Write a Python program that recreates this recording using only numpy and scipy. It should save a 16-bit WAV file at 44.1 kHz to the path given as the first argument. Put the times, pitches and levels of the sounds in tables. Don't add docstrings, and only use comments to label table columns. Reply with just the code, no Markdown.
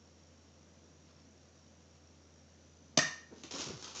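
import sys
import numpy as np
from scipy import signal
from scipy.fft import rfft, irfft, next_fast_len
from scipy.io import wavfile
from scipy.ndimage import map_coordinates

SR = 44100
rng = np.random.default_rng(int(sys.argv[2]) if len(sys.argv) > 2 else 0)


def log_audio(samples):
    frames = np.atleast_2d(samples).T
    limited = np.clip(frames, -1, 1)
    pcm = np.round(limited * 32767).astype(np.int16)
    wavfile.write(sys.argv[1], SR, pcm)


N = 176400
T = np.arange(N) / SR
AGE = np.arange(SR // 2) / SR

# (frequency [Hz], level [dB], t60 [s])
GUN_MODES = [(143, -15, .07), (270, -4, .029), (640, 1.5, .019), (1160, -13, .035), (2970, -9, .032),
             (3700, 1, .014), (4270, -8, .02), (4770, 0, .016), (5170, -7, .02), (6105, -1, .023)]
# (frequency [Hz], level [dB])
PUFF_SPECTRUM = [(60, -28.5), (150, -11.5), (650, -5.5), (1000, -7), (2200, -9.5), (3800, -2.5), (6100, -2),
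                 (7300, -10.5), (9000, -33.5)]


def gun():
    pop_s, leak_lead_s, ceiling_delay_s = 2.9745, 0.0016, 0.0126
    leak_db, burst_db = -22.5, -19.5
    body, air = np.zeros(N), np.zeros(N)
    pop = amp(-13) * ringing(GUN_MODES) * envelope(rise_s=0.0016)
    add(body, pop_s, pop)
    add(body, pop_s + ceiling_delay_s, amp(-6) * pop)
    for s, db in [(pop_s - leak_lead_s, leak_db), (pop_s, burst_db)]:
        puff = noise(PUFF_SPECTRUM) * envelope(rise_s=0.0012, t60_s=0.028)
        add(air, s, amp(db) * puff)
    return bass_cut(in_room(body, tail_db=-11) + in_room(air, tail_db=0), edge_hz=117, order=4)


# (time [s], crack level [dB], ring
# level [dB])
CRACKS = [(2.9871, -23, -34), (2.9917, -28.5, -18.5), (3.0235, -42, -23.5), (3.044, -46.5, -24)]
# (frequency [Hz], level [dB])
CRACK_SPECTRUM = [(60, -26.5), (180, -11), (400, -5), (700, -11), (1200, 3), (2600, -5), (4200, -7),
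                  (5800, 2.5), (7300, -19), (9000, -42)]
# (frequency [Hz], level [dB], t60 [s])
TARGET_MODES = [(1680, -14, 0.033), (1828, -1.5, .055), (1908, -11.5, .08), (2020, -22, .04)]


def cracks():
    out = np.zeros(N)
    for s, crack_db, ring_db in CRACKS:
        crack = noise(CRACK_SPECTRUM) * envelope(rise_s=0.00052, t60_s=0.034)
        add(out, s, amp(crack_db) * in_room(crack, tail_db=-11.5))
        ring = ringing(TARGET_MODES) * envelope(rise_s=0.0016)
        add(out, s, amp(ring_db) * in_room(ring, tail_db=-10))
    return out


# (time [s], level [dB])
CLAW_CATCHES = [(3.436, -41.5), (3.5097, -40), (3.5131, -41.5), (3.522, -39.5), (3.538, -42.5),
                (3.549, -39), (3.561, -45), (3.5843, -38.5), (3.595, -46.5), (3.615, -38), (3.6228, -45),
                (3.641, -41.5), (3.671, -47), (3.686, -43.5), (3.8252, -41), (3.8441, -40.5),
                (3.879, -45.5), (3.9502, -40.5), (3.9607, -42), (3.971, -41.5), (3.9833, -49.5),
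                (3.9922, -42.5)]
# (frequency [Hz], level [dB])
CLAW_SPECTRUM = [(100, -16.5), (350, 0.5), (1200, -5), (1850, -11.5), (2800, -2.5), (4500, -1), (6300, 1.5),
                 (7200, -4), (8000, -28.5), (9000, -36.5)]
# (time [s], level [dB])
SKID_LEVELS = [(3.3, -75.5), (3.39, -61.5), (3.505, -73), (3.53, -58), (3.61, -43.5), (3.67, -49.5),
               (3.74, -54), (3.81, -54.5), (3.86, -55.5), (3.94, -55.5), (3.97, -48.5), (4, -51)]


def claws():
    slips_per_s, spread_db = 450, 4
    catches = np.zeros(N)
    for s, db in CLAW_CATCHES:
        click = noise(CLAW_SPECTRUM) * envelope(rise_s=0.00017, t60_s=0.027)
        add(catches, s, amp(db) * in_room(click, tail_db=1))
    slips = (rng.random(N) < slips_per_s / SR) * np.sign(rng.standard_normal(N))
    slips *= amp(spread_db * rng.random(N))
    skid = unit(in_room(coloured(slips, CLAW_SPECTRUM), tail_db=-1.5))
    return catches + skid * amp(over_time(SKID_LEVELS))


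# (time [s], level [dB], board pitch [Hz])
PAW_LANDINGS = [(3.309, -48, 339), (3.323, -41, 231.6), (3.44, -45.5, 327), (3.534, -38.5, 284),
                (3.548, -43.5, 532), (3.591, -37.5, 290), (3.608, -51, 330), (3.662, -40, 122),
                (3.668, -42.5, 356), (3.695, -37.5, 117.5), (3.704, -41, 373), (3.728, -43.5, 148),
                (3.967, -71, 390)]
# (frequency [Hz], level [dB])
PAD_SPECTRUM = [(60, -20), (150, 1), (400, 5), (700, -6.5), (1250, -16.5), (2000, -17.5), (5000, -52)]


def paws():
    out = np.zeros(N)
    for s, db, hz in PAW_LANDINGS:
        board = np.sqrt(2) * np.sin(2 * np.pi * hz * AGE)
        pad = amp(-2.5) * noise(PAD_SPECTRUM)
        thump = (board + pad) * envelope(rise_s=0.0061, t60_s=0.081)
        add(out, s, amp(db) * in_room(thump, tail_db=-4.5))
    return out


# (time [s], level [dB], half-width [s])
GRIP_SHIFTS = [(1.1, -68, 0.027), (1.189, -70, 0.034)]
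# (frequency [Hz], level [dB])
SKIN_SPECTRUM = [(100, -10), (300, -2), (1200, -5), (2500, -13.5), (5000, -9), (8000, -35)]


def grip():
    return sum(amp(db) * noise(SKIN_SPECTRUM, N) * np.exp(-((T - s) / half_width_s) ** 2)
               for s, db, half_width_s in GRIP_SHIFTS)


# (time [s], frequency [Hz])
WHINE_PITCH = [(0, 5600), (.62, 5630), (.8, 6000), (.87, 5600), (1, 5800), (1.08, 5600), (1.23, 5580),
               (1.31, 5880), (1.39, 5560), (1.55, 5850), (1.63, 5560), (1.75, 5940), (1.83, 5650),
               (2.2, 5630), (2.33, 5780), (2.44, 5520), (2.62, 5950), (2.9, 5930)]


def camera_whine():
    fuzz_hz, pulse_hz, pulse_depth = 330, 56, 0.8
    phase = 2 * np.pi * np.cumsum(over_time(WHINE_PITCH)) / SR
    band = wobble(fuzz_hz) * np.sin(phase) + wobble(fuzz_hz) * np.cos(phase)
    pulsing = 1 + pulse_depth * np.tanh(2 * np.sin(2 * np.pi * pulse_hz * T))
    return amp(-74) * unit(band * pulsing)


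# (frequency [Hz], level [dB])
ROOM_NOISE_SPECTRUM = [(25, -43), (50, -25), (75, -12.5), (110, -9), (150, 4.5), (180, -3.5), (215, 1.5),
                       (300, -2.5), (400, -7.5), (520, -5), (800, -13.5), (2300, -20.5), (4900, -22),
                       (5900, -18), (6900, -19.5), (7500, -30), (8200, -43.5), (9000, -49)]


def room_tone():
    hum_hz, hum_db, waver_db = 83.4, -67.5, 1.4
    hum = np.sqrt(2) * np.sin(2 * np.pi * hum_hz * T) * amp(hum_db + waver_db * wobble(2.8))
    return hum + amp(-63.5) * noise(ROOM_NOISE_SPECTRUM, N)


# (frequency [Hz], t60 [s])
ROOM_T60 = [(100, 0.27), (300, 0.38), (700, 0.42), (1800, 0.5), (3500, 0.42), (5800, 0.45), (9000, .3)]
# (frequency [Hz], level [dB])
TAIL_SPECTRUM = [(100, 5.5), (300, 0), (600, -3.5), (1200, 4), (3000, -2), (5500, -1), (9000, -2.5)]


def in_room(x, tail_db):
    delay_s, build_s = 0.003, 0.002
    hz, t, bands = signal.stft(rng.standard_normal(len(AGE)), SR, nperseg=256)
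    bands *= fade(t, over_frequency(ROOM_T60, hz)[:, None])
    tail = signal.istft(bands, SR, nperseg=256)[1][:len(AGE)]
    tail = coloured(tail, TAIL_SPECTRUM) * np.clip((AGE - delay_s) / build_s, 0, 1)
    return x + amp(tail_db) * signal.fftconvolve(x, tail / np.linalg.norm(tail))[:len(x)]


def amp(db):
    return 10 ** (np.asarray(db) / 20)


def unit(x):
    return x / np.sqrt(np.mean(x ** 2) + 1e-20)


def over_time(points):
    return np.interp(T, *np.transpose(points))


def over_frequency(points, hz):
    knots_hz, values = np.transpose(points)
    return np.interp(np.log(hz + 1), np.log(knots_hz + 1), values)


def filtered(x, response):
    size = next_fast_len(len(x) + 8192)
    return irfft(rfft(x, size) * response(np.fft.rfftfreq(size, 1 / SR)), size)[:len(x)]


def coloured(x, spectrum):
    return filtered(x, lambda hz: amp(over_frequency(spectrum, hz)))


def bass_cut(x, edge_hz, order):
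    return signal.sosfilt(signal.butter(order, edge_hz, "highpass", fs=SR, output="sos"), x)


def noise(spectrum, size=len(AGE)):
    return unit(coloured(rng.standard_normal(size), spectrum))


def wobble(knots_per_s):
    return map_coordinates(rng.standard_normal(8192), [T * knots_per_s], mode="wrap")


def fade(t, t60_s):
    return np.exp(-np.log(1000) * t / t60_s)


def envelope(rise_s, t60_s=np.inf):
    return (1 - np.exp(-AGE / rise_s)) * fade(AGE, t60_s)


def ringing(modes):
    return sum(amp(db) * fade(AGE, t60_s) * np.sin(2 * np.pi * (hz * AGE + rng.random()))
               for hz, db, t60_s in modes)


def add(track, s, sound):
    part = track[round(s * SR):][:len(sound)]
    part += sound[:len(part)]


def scene():
    return (gun() + cracks() + claws() + paws() + grip() + camera_whine() + room_tone())[None]


def record(dry):
    top_hz = 8900
    top_cut = lambda hz: 1 / np.sqrt(1 + (hz / top_hz) ** 120)
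    return np.array([filtered(bass_cut(x, edge_hz=63, order=5), top_cut) for x in dry])


dry = scene()
out = record(dry)
log_audio(out)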